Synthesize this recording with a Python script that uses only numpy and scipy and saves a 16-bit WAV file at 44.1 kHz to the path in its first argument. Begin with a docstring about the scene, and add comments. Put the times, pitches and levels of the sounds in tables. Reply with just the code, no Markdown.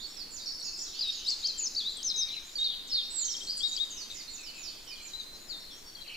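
"""A forest full of small birds, over a steady hush and a very low throb in the camera body, both there throughout.
First a bird on the right sings quick high peeps, slides and plunges, then a near one sings loud climbs and hooks.
From 3 s come a long falling whistle, pips and arches, then the high slides again; near 6 s, ticks and harsh notes.
Notes are gliding sines, far twitter is many short rough ones, and trunks and leaves echo both as sparse taps.
The hush is shaped noise; the throb is a mechanism that sways, jolts and knocks as it turns."""
import sys
import numpy as np
from scipy import signal
from scipy.io import wavfile
from scipy.ndimage import uniform_filter1d

SR = 44100
rng = np.random.default_rng(int(sys.argv[2]) if len(sys.argv) > 2 else 0)


def transcribe(signal):
    """Save signal, clipped to [-1, 1], as a 16-bit WAV file at the path in sys.argv[1]."""
    frames = np.atleast_2d(signal).T
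    limited = np.clip(frames, -1, 1)
    pcm = np.round(limited * 32767).astype(np.int16)
    wavfile.write(sys.argv[1], SR, pcm)


N = 271656


def gain_of(db):
    """Decibels to an amplitude factor."""
    return 10 ** (np.asarray(db) / 20)


def evened(x):
    """Scales a signal to rms 1."""
    return x / np.sqrt(np.mean(x ** 2) + 1e-20)


def read(points, hz):
    """Reads a table of (frequency, value) on a log-frequency axis."""
    f, value = np.transpose(points)
    return np.interp(np.log(hz + 1), np.log(f + 1), value)


def add(mix, start_s, sound):
    """Mixes a sound in at start_s, cut off at the end of the mix."""
    part = mix[:, round(start_s * SR):][:, :sound.shape[1]]
    part += sound[:, :part.shape[1]]


def placed(sound, balance_db):
    """Pans by level: a positive balance makes the left channel louder."""
    return sound * gain_of([[balance_db / 2], [-balance_db / 2]])


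def hush(level_db=-53.5, patchy_db=1.):
    """Leaves, air and microphone: steady shaped noise with faint drifting patches, more alike in the bass."""
    # colour of the hush, relative: (frequency [Hz], density [dB per Hz])
    hush_colour = [(20, 4), (60, -7.5), (100, -5.5), (300, 1), (450, -2.5), (700, -5.5), (2000, -7),
                   (4000, -11), (7000, -8), (9000, -12.5), (15500, -14)]
    # how alike left and right are: (frequency [Hz], likeness [0-1])
    hush_likeness = [(25, 0.81), (125, 0.88), (500, 0.36), (2000, 0.29), (8000, 0.12)]
    frames, hz = N // 256 + 5, np.fft.rfftfreq(1024, 1 / SR)
    a, b, c, d, patches = rng.standard_normal((frames, 513, 5)).T
    patches = uniform_filter1d(patches, size=20, axis=0)  # across frequency
    patches = evened(uniform_filter1d(patches, size=8, axis=1))  # across time
    same = read(hush_likeness, hz)[:, None]
    left = a + 1j * b
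    right = same * left + np.sqrt(1 - same ** 2) * (c + 1j * d)
    spectrum = np.array([left, right])
    spectrum *= gain_of(read(hush_colour, hz)[:, None] + patchy_db * patches)
    noise = signal.istft(spectrum, nperseg=1024, noverlap=768)[1][:, :N]
    return gain_of(level_db) * evened(noise)


def throb(sway_db=-56, jolt_db=-55, knock_db=-54):
    """A mechanism in the camera sways twice a turn; once a turn it jolts and knocks, a little unevenly."""
    turns_per_s, wobble_hz, wobble_s = 5.845, 1.25, .0018
    t = np.arange(N) / SR
    uneven_t = t + wobble_s * np.cos(2 * np.pi * wobble_hz * (t - 1.3))
    turn = uneven_t * turns_per_s % 1  # 0-1 within each turn
    sway = gain_of(sway_db) * np.cos(4 * np.pi * (turn - .43))
    jolt = -gain_of(jolt_db) * np.exp(-((turn - .12) / .059) ** 2)
    u = (turn - .22) / .042
    knock = gain_of(knock_db) * (2 * u ** 2 - 1) * np.exp(-u ** 2)  # a sharp dip with a rebound on either side
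    return sway + jolt + knock


def notes(swell_db=1.5):
    """The score: yields every note as bird, echo level in dB, and rows of time, pitch and level."""
    # In bird names left and right are mirrored: a "left" bird is heard on the right, a "right" one on the left.
    # syllables sung again and again: name: (bird, echo level [dB], [(time [s], pitch [Hz], level [dB]), ..]);
    # time and pitch are stretched to fit, and level is relative, each time one is sung
    syllables = { "peep": ("left", -1.5, [(0, 7900, 0), (.012, 7930, 0)]),
                 "slide": ("left", 2.5, [(0, 5770, -1.5), (.006, 5620, -3), (.025, 5130, -3),
                 (.058, 4400, 1.5), (.075, 4100, -13)]), "step": ("left", 4, [(0, 8200, -8),
                 (.006, 7500, -8), (.015, 7110, -4), (.052, 7010, 0), (.057, 6800, 0), (.062, 6350, 1.2),
                 (.069, 5650, 1.2)]), "plunge": ("left", 5, [(0, 5650, 0), (.013, 4550, -5),
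                 (.025, 4010, -8), (.044, 3680, -8)]), "climb": ("near", -6, [(0, 3450, -14),
                 (.007, 3640, -30), (.013, 3690, -14), (.042, 4700, 0), (.053, 5120, -7),
                 (.056, 5600, -2.5), (.059, 6800, -14), (.062, 7700, -26)]),
                 "drop": ("near", -8, [(0, 5600, -12), (.004, 4850, -4), (.011, 4400, 0),
                 (.038, 4050, -1.5)]), "hook": ("near", -11, [(0, 4200, -12), (.0015, 4800, -4),
                 (.006, 6750, -6), (.008, 7060, -15), (.021, 6070, -2.5), (.041, 6200, 0),
                 (.068, 5120, -2.5), (.079, 4850, .6)]), "upstroke": ("high", -2.5, [(0, 6750, 2.5),
                 (.012, 7930, -2.5)]), "undertone": ("high", -1.5, [(0, 6130, 0), (.011, 6340, 0)]),
                 "snap": ("high", -3, [(0, 8000, -3), (.005, 5400, 0)]),
                 "pip": ("right", -3.5, [(0, 3600, -9), (.004, 3740, 0), (.007, 3860, -6)]),
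                 "low pip": ("right", -5, [(0, 3060, -8), (.01, 3190, 0), (.023, 3320, -10)]),
                 "arch": ("quick", -2.5, [(0, 4600, 1.5), (.006, 5550, -.6), (.01, 5850, -5),
                 (.016, 5800, -3), (.019, 5200, -3), (.023, 3750, 2.5)]),
                 "flick": ("quick", -8, [(0, 5900, -16), (.004, 4950, 0), (.005, 4740, -5),
                 (.019, 4310, -5)]), "rise": ("right", -7.5, [(0, 3190, -11), (.01, 3260, -11),
                 (.025, 3490, -15), (.03, 3600, -3), (.044, 3775, 0), (.064, 3810, -4), (.077, 3810, -12)]),
                 "tick": ("quick", -2.5, [(0, 4690, 0), (.005, 4490, -.6), (.014, 3980, -.6)]),
                 "hump": ("high", -3, [(0, 6150, -4), (.02, 6550, 0), (.04, 6100, -3)])}
    # each time a syllable is sung: name: (start [s], length [s], first pitch [Hz], level [dB])
    sung = { "peep": [(.147, .011, 7650, -56), (.599, .014, 7930, -53), (1.075, .01, 8130, -53),
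            (2.58, .017, 7940, -60), (4.405, .014, 7710, -53), (4.85, .008, 7890, -60)],
            "slide": [(.166, .073, 5700, -45), (.625, .075, 5790, -43), (1.1, .071, 5830, -47),
            (3.623, .05, 5750, -45), (3.972, .072, 5750, -47), (4.158, .074, 5770, -50),
            (4.433, .078, 5780, -48), (4.631, .074, 5760, -45), (4.875, .079, 5780, -49),
            (5.333, .07, 5790, -61)], "step": [(.305, .068, 8200, -49), (.772, .073, 8220, -46),
            (3.666, .068, 8170, -47), (4.111, .069, 8180, -51), (4.298, .07, 8230, -50),
            (4.572, .069, 8080, -52), (5.018, .068, 8280, -51)], "plunge": [(.371, .046, 5650, -44),
            (.843, .042, 5660, -45), (4.366, .044, 5650, -56), (4.639, .043, 5640, -52),
            (5.084, .044, 5750, -53)], "climb": [(1.249, .062, 3430, -25.5), (1.417, .062, 3480, -25)],
            "drop": [(1.304, .039, 5650, -31), (1.476, .037, 5550, -32.5)],
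            "hook": [(2.028, .079, 4210, -30), (2.159, .079, 4190, -30.5)],
            "upstroke": [(2.599, .011, 6740, -51), (2.873, .014, 6760, -50)],
            "undertone": [(2.603, .012, 6110, -57), (2.88, .01, 6150, -53)],
            "snap": [(.156, .005, 8300, -56), (.625, .006, 7800, -50), (2.625, .004, 7600, -47),
            (2.901, .003, 7400, -52)], "pip": [(3.23, .007, 3660, -39), (3.278, .007, 3620, -37),
            (3.339, .007, 3590, -38), (3.405, .007, 3580, -39)], "low pip": [(3.232, .02, 3040, -45),
            (3.28, .026, 3060, -42.5), (3.344, .02, 3090, -39), (3.409, .027, 3070, -40)],
            "arch": [(3.243, .022, 4500, -42), (3.303, .022, 4610, -41), (3.365, .022, 4620, -39),
            (3.432, .023, 4640, -46)], "flick": [(3.594, .019, 5850, -34), (3.762, .019, 5910, -31)],
            "rise": [(3.604, .077, 3200, -27.5), (3.773, .073, 3195, -28.5)],
            "tick": [(5.949, .014, 4710, -45), (6.017, .014, 4700, -48), (6.076, .014, 4660, -44),
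            (6.14, .014, 4670, -45)], "hump": [(5.191, .04, 6150, -58), (5.345, .035, 6100, -59),
            (5.345, .04, 6800, -63), (5.76, .04, 6200, -59), (5.755, .045, 7000, -63)]}
    # plain straight glides, before the swell: bird: (start [s], length [s], first pitch [Hz],
    # last pitch [Hz], first level [dB], last level [dB], echo level [dB])
    glides = { "far left": [(0, 0.069, 6930, 6860, -52.5, -70, -14),
              (.465, 0.062, 4450, 4570, -42.5, -44, 0), (.93, .03, 3950, 4540, -56, -44, -3),
              (.958, 0.045, 4470, 4540, -49, -49, -9), (4.278, 0.0354, 4150, 4460, -47.5, -50, 3),
              (4.997, 0.041, 6630, 6030, -70, -62, -4), (5.195, 0.051, 4480, 4510, -53, -62, -11)],
              "far": [(.397, 0.058, 4740, 4480, -54, -42, -2), (.458, 0.026, 5376, 5220, -36, -51, 5.5),
              (.52, .04, 5310, 5340, -39.5, -61, 5), (.596, 0.043, 4460, 4460, -42.5, -55, 3),
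              (.64, 0.056, 6690, 6320, -46.5, -62, 5.5), (.652, 0.057, 5210, 5280, -45.5, -51, 0.5),
              (.731, 0.033, 5120, 5040, -40.5, -50, 4), (.789, 0.013, 5460, 5490, -29, -50, 7),
              (1.12, 0.085, 7000, 6250, -55, -47, 0.5), (1.248, 0.043, 5220, 4730, -37.5, -59, 3),
              (1.38, 0.04, 7000, 6510, -63, -55, 9), (3.029, 0.037, 5280, 5730, -51, -59, 5),
              (3.4, 0.082, 8000, 7850, -62, -57, 3), (5.6, 0.11, 4204, 4240, -55.5, -57.5, 0)],
              "high": [(.085, 0.046, 5470, 5470, -57, -46, -3), (1.969, .006, 8540, 8000, -45, -41, -2),
              (2.42, 0.15, 6420, 7180, -58.5, -64, 2), (3.735, 0.042, 7960, 7610, -53, -61, -3),
              (5.4, 0.127, 6950, 6840, -59.5, -62, 1), (5.6, .04, 5510, 5420, -53, -62, -3),
              (5.705, 0.033, 5360, 5720, -55, -55, 6), (5.856, 0.0354, 5360, 5740, -56, -56, 3),
              (6.11, .048, 5600, 5500, -68, -61, -4), (5.838, 0.095, 4620, 4340, -56.5, -67, 6)],
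              "near": [(.99, 0.012, 5140, 4510, -31, -36, 2.5), (1.142, 0.037, 3800, 3790, -46, -59, -13),
              (1.656, .014, 4726, 5410, -58, -24, -4), (1.67, 0.015, 5300, 5300, -22.5, -53, -24),
              (1.677, .006, 5000, 4130, -34, -49, -16), (1.748, 0.0072, 4220, 5660, -42, -29, -31),
              (2.063, 0.042, 5230, 5300, -44, -44, 4), (2.735, 0.044, 3800, 3930, -38, -55, -19)],
              "right": [(.605, .015, 4270, 3660, -54, -46, -12), (1.44, 0.053, 3200, 3200, -44.5, -67, -4),
              (1.53, .06, 3200, 3140, -56, -51.5, -15), (1.96, 0.052, 3560, 3130, -49, -48, -3),
              (2.363, 0.028, 4140, 3690, -40, -41, -10), (2.59, 0.061, 3090, 3160, -56, -64, -9),
              (2.94, 0.084, 3930, 3160, -41, -42, -9), (4.97, 0.079, 4000, 4340, -59, -59, 6.5),
              (5.23, 0.23, 4120, 4080, -53, -69.5, 5), (5.7, 0.054, 3520, 3170, -51, -60, 0),
              (5.965, 0.05, 3320, 3130, -52, -60, 0.5), (5.992, 0.033, 4350, 3900, -67, -41, -1.5)],
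              "behind": [(2.554, 0.048, 4660, 4300, -32, -49, -6),
              (3.709, 0.041, 3700, 3990, -39, -39, -2.5)],
              "quick": [(2.915, 0.0225, 4400, 4250, -40, -32, -4),
              (3.178, 0.0222, 4870, 3990, -51, -41, 8)], "low": [(.64, 0.099, 2680, 2615, -72, -62, 4),
              (.954, .08, 2960, 2770, -60, -69, 0), (1.03, .08, 2706, 2480, -65, -64, 1),
              (1.15, 0.097, 2970, 3105, -70, -59.5, 5), (1.591, 0.027, 3120, 2435, -68, -54, 2.5),
              (2.27, 0.062, 2324, 2400, -59.5, -66, 4.5), (4.15, 0.089, 2175, 1924, -61, -76, 5.5),
              (4.38, 0.072, 2680, 2300, -59, -65, 3), (4.46, .06, 2984, 2940, -54, -60, 0),
              (4.53, .095, 2703, 2440, -58.5, -58, 3), (4.95, 0.041, 3450, 2880, -59, -62, 6.5)],
              "low left": [(4.869, 0.037, 3110, 2986, -53, -51.5, -0.5),
              (4.91, 0.048, 2450, 2430, -49.5, -53, -8), (5.003, 0.023, 2400, 2314, -53, -59, -4),
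              (5.045, 0.027, 2435, 2350, -59, -56, -1), (6.1, 0.052, 2950, 2390, -55, -45.5, -15)],
              "hoarse": [(2.096, 0.036, 4150, 3806, -37.5, -34, -9),
              (2.64, 0.031, 4450, 3927, -32, -35, -2), (2.68, .075, 3920, 3150, -34, -46.5, -4),
              (4.1, 0.03, 3910, 3620, -40, -46.5, -11)], "harsh": [(3.568, 0.018, 9200, 7160, -41, -43, -4),
              (3.577, 0.013, 6600, 8950, -32, -58, 3), (6.042, 0.026, 2930, 2360, -58, -58, -2),
              (6.058, .017, 3250, 1930, -59, -54, 0), (6.076, 0.016, 3230, 2530, -52, -52, 7.5),
              (6.093, 0.016, 3230, 2670, -52, -53, -12), (6.1, 0.013, 2500, 2090, -48, -58, -1),
              (6.115, 0.022, 2750, 3000, -49, -48, -6), (6.148, 0.016, 2480, 2940, -46, -46, 2.5)]}
    # winding notes sung once: (bird, echo level [dB], [(time [s], pitch [Hz], level [dB]), ..])
    phrases = [ ("far left", 5.1, [(0, 3390, -43), (.014, 4000, -52.5), (.032, 4454, -47),
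               (.16, 4440, -70)]), ("near", -9.5, [(1.006, 3500, -34), (1.013, 5180, -30),
               (1.018, 4770, -31), (1.027, 4220, -30), (1.04, 3940, -33.5), (1.062, 3774, -36.5),
               (1.101, 3740, -30), (1.111, 3530, -45)]), ("near", -8, [(1.576, 7670, -43),
               (1.601, 6840, -30), (1.607, 6750, -36), (1.626, 6950, -33), (1.665, 5870, -31)]),
               ("near", -5.5, [(1.755, 3670, -49), (1.766, 4440, -30), (1.783, 4760, -30),
               (1.799, 3960, -33.5), (1.812, 3500, -35.5), (1.83, 3294, -45.5), (1.868, 3790, -32.5),
               (1.903, 4184, -36.5)]), ("right", -7.5, [(2.138, 3880, -37), (2.223, 3767, -35),
               (2.257, 3770, -38)]), ("quick", -3.5, [(2.285, 4480, -37), (2.298, 3710, -47),
               (2.346, 4100, -36.5)]), ("burred", -7, [(2.292, 3790, -34.5), (2.334, 3340, -50),
               (2.343, 2910, -46), (2.391, 2306, -53)]), ("behind", -9.5, [(2.583, 3695, -32.5),
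               (2.6, 3743, -31), (2.632, 3827, -27.5), (2.64, 3860, -35), (2.655, 3885, -31),
               (2.679, 3580, -27)]), ("behind", -5, [(2.883, 5430, -60), (2.905, 5450, -41.5),
               (2.934, 4930, -33.5), (2.955, 4300, -25), (2.968, 4010, -35.5), (2.98, 3780, -27),
               (3.007, 3540, -34.5)]), ("left", 0.23, [(3.1, 7300, -51), (3.12, 7950, -46),
               (3.15, 7820, -44), (3.19, 7410, -34), (3.208, 7210, -42), (3.229, 6870, -34),
               (3.241, 6680, -48), (3.253, 6500, -35), (3.278, 6020, -43.5), (3.296, 5890, -40),
               (3.339, 5200, -40.5)]), ("burred", -0.52, [(3.468, 4220, -43), (3.482, 4326, -37),
               (3.51, 4846, -32), (3.535, 4750, -52), (3.6, 4660, -35.5)]),
               ("near", -.6, [(3.902, 7660, -46), (3.914, 6490, -43), (3.938, 6310, -49),
               (4.032, 6030, -48.5), (4.068, 6130, -61)]), ("right", -3.5, [(5.132, 3840, -44),
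               (5.153, 3976, -39), (5.178, 4160, -54), (5.203, 3930, -39.5), (5.221, 3620, -46)]),
               ("right", -.6, [(5.465, 5510, -70), (5.49, 5130, -52), (5.502, 4580, -39.5),
               (5.537, 3700, -42), (5.569, 3540, -56)])]
    for name, times in sung.items():
        bird, echo_db, shape = syllables[name]
        for start, length, first_hz, level_db in times:
            stretch = [length / shape[-1][0], first_hz / shape[0][1], 1]
            yield bird, echo_db, np.array(shape) * stretch + [start, 0, level_db]
    for bird, rows in glides.items():
        for start, length, first_hz, last_hz, first_db, last_db, echo_db in rows:
            first, last = (start, first_hz, first_db), (start + length, last_hz, last_db)
            glide = np.linspace(first, last, 3)
            glide[1, 2] += swell_db  # a plain note swells in its middle
            yield bird, echo_db, glide
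    yield from phrases


def whistle(rows, lead_us, rough, longest_edge_s=.004):
    """A gliding sine at two microphones; a rough voice scatters its level and phase."""
    s, hz, level_db = np.transpose(rows)
    t = np.arange(s[0], max(s[-1], s[0] + .0026), 1 / SR)
    hz = uniform_filter1d(np.interp(t, s, hz), size=120, mode="nearest")
    a, b = uniform_filter1d(uniform_filter1d(rng.standard_normal((2, SR // 2)), size=70), size=40)
    scatter = (a + 1j * b) / np.sqrt(np.mean(a ** 2 + b ** 2))
    voice = np.sqrt(1 - rough ** 2) + rough * scatter[:len(t)]
    edge_s = min(longest_edge_s, len(t) / SR / 4)
    to_edge_s = np.minimum(t - t[0], t[-1] - t)
    fade = np.sin(np.pi / 2 * np.clip(to_edge_s / edge_s, 0, 1))
    lead_turns = np.outer([.5, -.5], hz) * lead_us / 10 ** 6  # a positive lead puts the left ahead
    turns = np.cumsum(hz) / SR + rng.random() + lead_turns
    level = np.sqrt(2) * gain_of(np.interp(t, s, level_db))  # levels in the rows are rms
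    return level * fade * (voice * np.exp(2j * np.pi * turns)).real


def birds():
    """Direct sound of every note, and the more central share that goes out among the trees."""
    # where each bird is heard and how it sounds: name: (left-right balance [dB], positive = left louder,
    # lead of the left channel [microseconds], roughness [0-1]); the balance gives the side heard:
    # left and right in the names are mirrored, so "left", "far left" and "low left" lie on the right
    perches = {"left": (-14, -25, 0.25), "near": (3, 3, 0.28), "right": (9.3, -58, 0.22),
               "behind": (-3, -50, .13), "high": (2.2, -1, 0.18), "far": (2.5, -4, 0.87),
               "far left": (-13, 17, 0.39), "low": (16, -40, 0.47), "low left": (-4, 6.6, 0.25),
               "quick": (8.5, -20, 0.26), "hoarse": (6.7, -51, 0.94), "harsh": (-3, 36.4, 0.53),
               "burred": (.6, -42, 0.78)}
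    direct, sent = np.zeros((2, N)), np.zeros((2, N))
    for bird, echo_db, rows in notes():
        balance_db, lead_us, rough = perches[bird]
        note = whistle(rows, lead_us, rough)
        start_s = max(rows[0][0], 0)
        add(direct, start_s, placed(note, balance_db))
        add(sent, start_s, gain_of(echo_db) * placed(note, .15 * balance_db))
    return direct, sent


def twitter(count=500):
    """Far birds: many short, rough chirps that sweep widely, mostly downward."""
    # base level of a far chirp by pitch: (pitch [Hz], level [dB])
    chirp_levels = [(2000, -79), (3000, -63.5), (4000, -59.5), (5500, -61), (7000, -67), (8200, -40)]
    # how lively the far birds are, added to the base level: (time [s], level [dB])
    bustle = [(0, 9.5), (.5, -12), (1, 14.5), (1.5, 4.5), (2, 6), (2.5, 4), (3, 1.5), (3.5, -2), (4, 5),
              (4.5, 4), (5, -1.5), (5.5, -6), (6.2, -11)]
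    out = np.zeros((2, N))
    for when, height, glide, length, side, size in rng.random((count, 6)):
        hz, start_s = 2100 * 3.5 ** height, when * N / SR
        lively_db = np.interp(start_s, *np.transpose(bustle))
        level_db = read(chirp_levels, hz) + lively_db + 5 * (size - .5)
        end_s = start_s + .012 + .04 * length
        first_hz, last_hz = hz * (.95 + .2 * glide), hz * (1.05 - .2 * glide)
        rows = [(start_s, first_hz, level_db), (end_s, last_hz, level_db)]
        chirp = whistle(rows, lead_us=-1., rough=.52)
        add(out, start_s, placed(chirp, 10 * (side - .5)))
    return out


def echoes(build_s=.016, same=.64):
    """Sparse echoes of random sign, the treble dying first; both channels share part of them."""
    # how long the forest rings: (frequency [Hz], time to fall by 60 dB [s])
    forest_t60 = [(2000, 0.99), (4000, 1.09), (6000, 0.86), (9000, 0.65)]
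    taps = np.zeros((2, SR))
    # one tap at a random place in every 20 samples
    at = np.arange(0, SR - 20, 20) + rng.integers(0, 20, (2, (SR - 1) // 20))
    np.put_along_axis(taps, at, rng.choice([-1., 1.], at.shape), 1)
    taps[1] = same * taps[0] + np.sqrt(1 - same ** 2) * taps[1]
    hz, t, spectrum = signal.stft(taps, SR, nperseg=256)
    near = gain_of(12 - 60 * t / .094)  # the closest trunks and leaves answer first and strongest
    deep = gain_of(-60 * t / read(forest_t60, hz)[:, None])
    tail = signal.istft(spectrum * (near + deep), SR, nperseg=256)[1]
    tail *= 1 - np.exp(-np.arange(tail.shape[1]) / SR / build_s)  # echoes take a moment to gather
    return tail / np.linalg.norm(tail[0])


def trees(x, shifts_per_s=3.):
    """Birds sit in different places and leaves move: the sound passes three echo patterns in turn."""
    turn = np.pi * shifts_per_s * np.arange(N) / SR
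    out = np.zeros((2, N))
    for k in range(3):
        share = np.sqrt(2 / 3) * np.cos(turn + k * np.pi / 3)  # the three powers always sum to 1
        out += signal.fftconvolve(x * share, echoes(), axes=1)[:, :N]
    return out


def scene():
    """Mixes birds, far twitter, the echoes of both, hush and throb."""
    direct, sent = birds()
    far = twitter()
    return direct + .5 * far + trees(sent + far) + hush() + throb()


def record(dry, edge_hz=15600):
    """The band limit of the recorder: a steep lowpass without delay."""
    lowpass = signal.firwin(511, edge_hz, window=("kaiser", 9), fs=SR)
    return signal.oaconvolve(dry, lowpass[None], "same")


dry = scene()
out = record(dry)
transcribe(out)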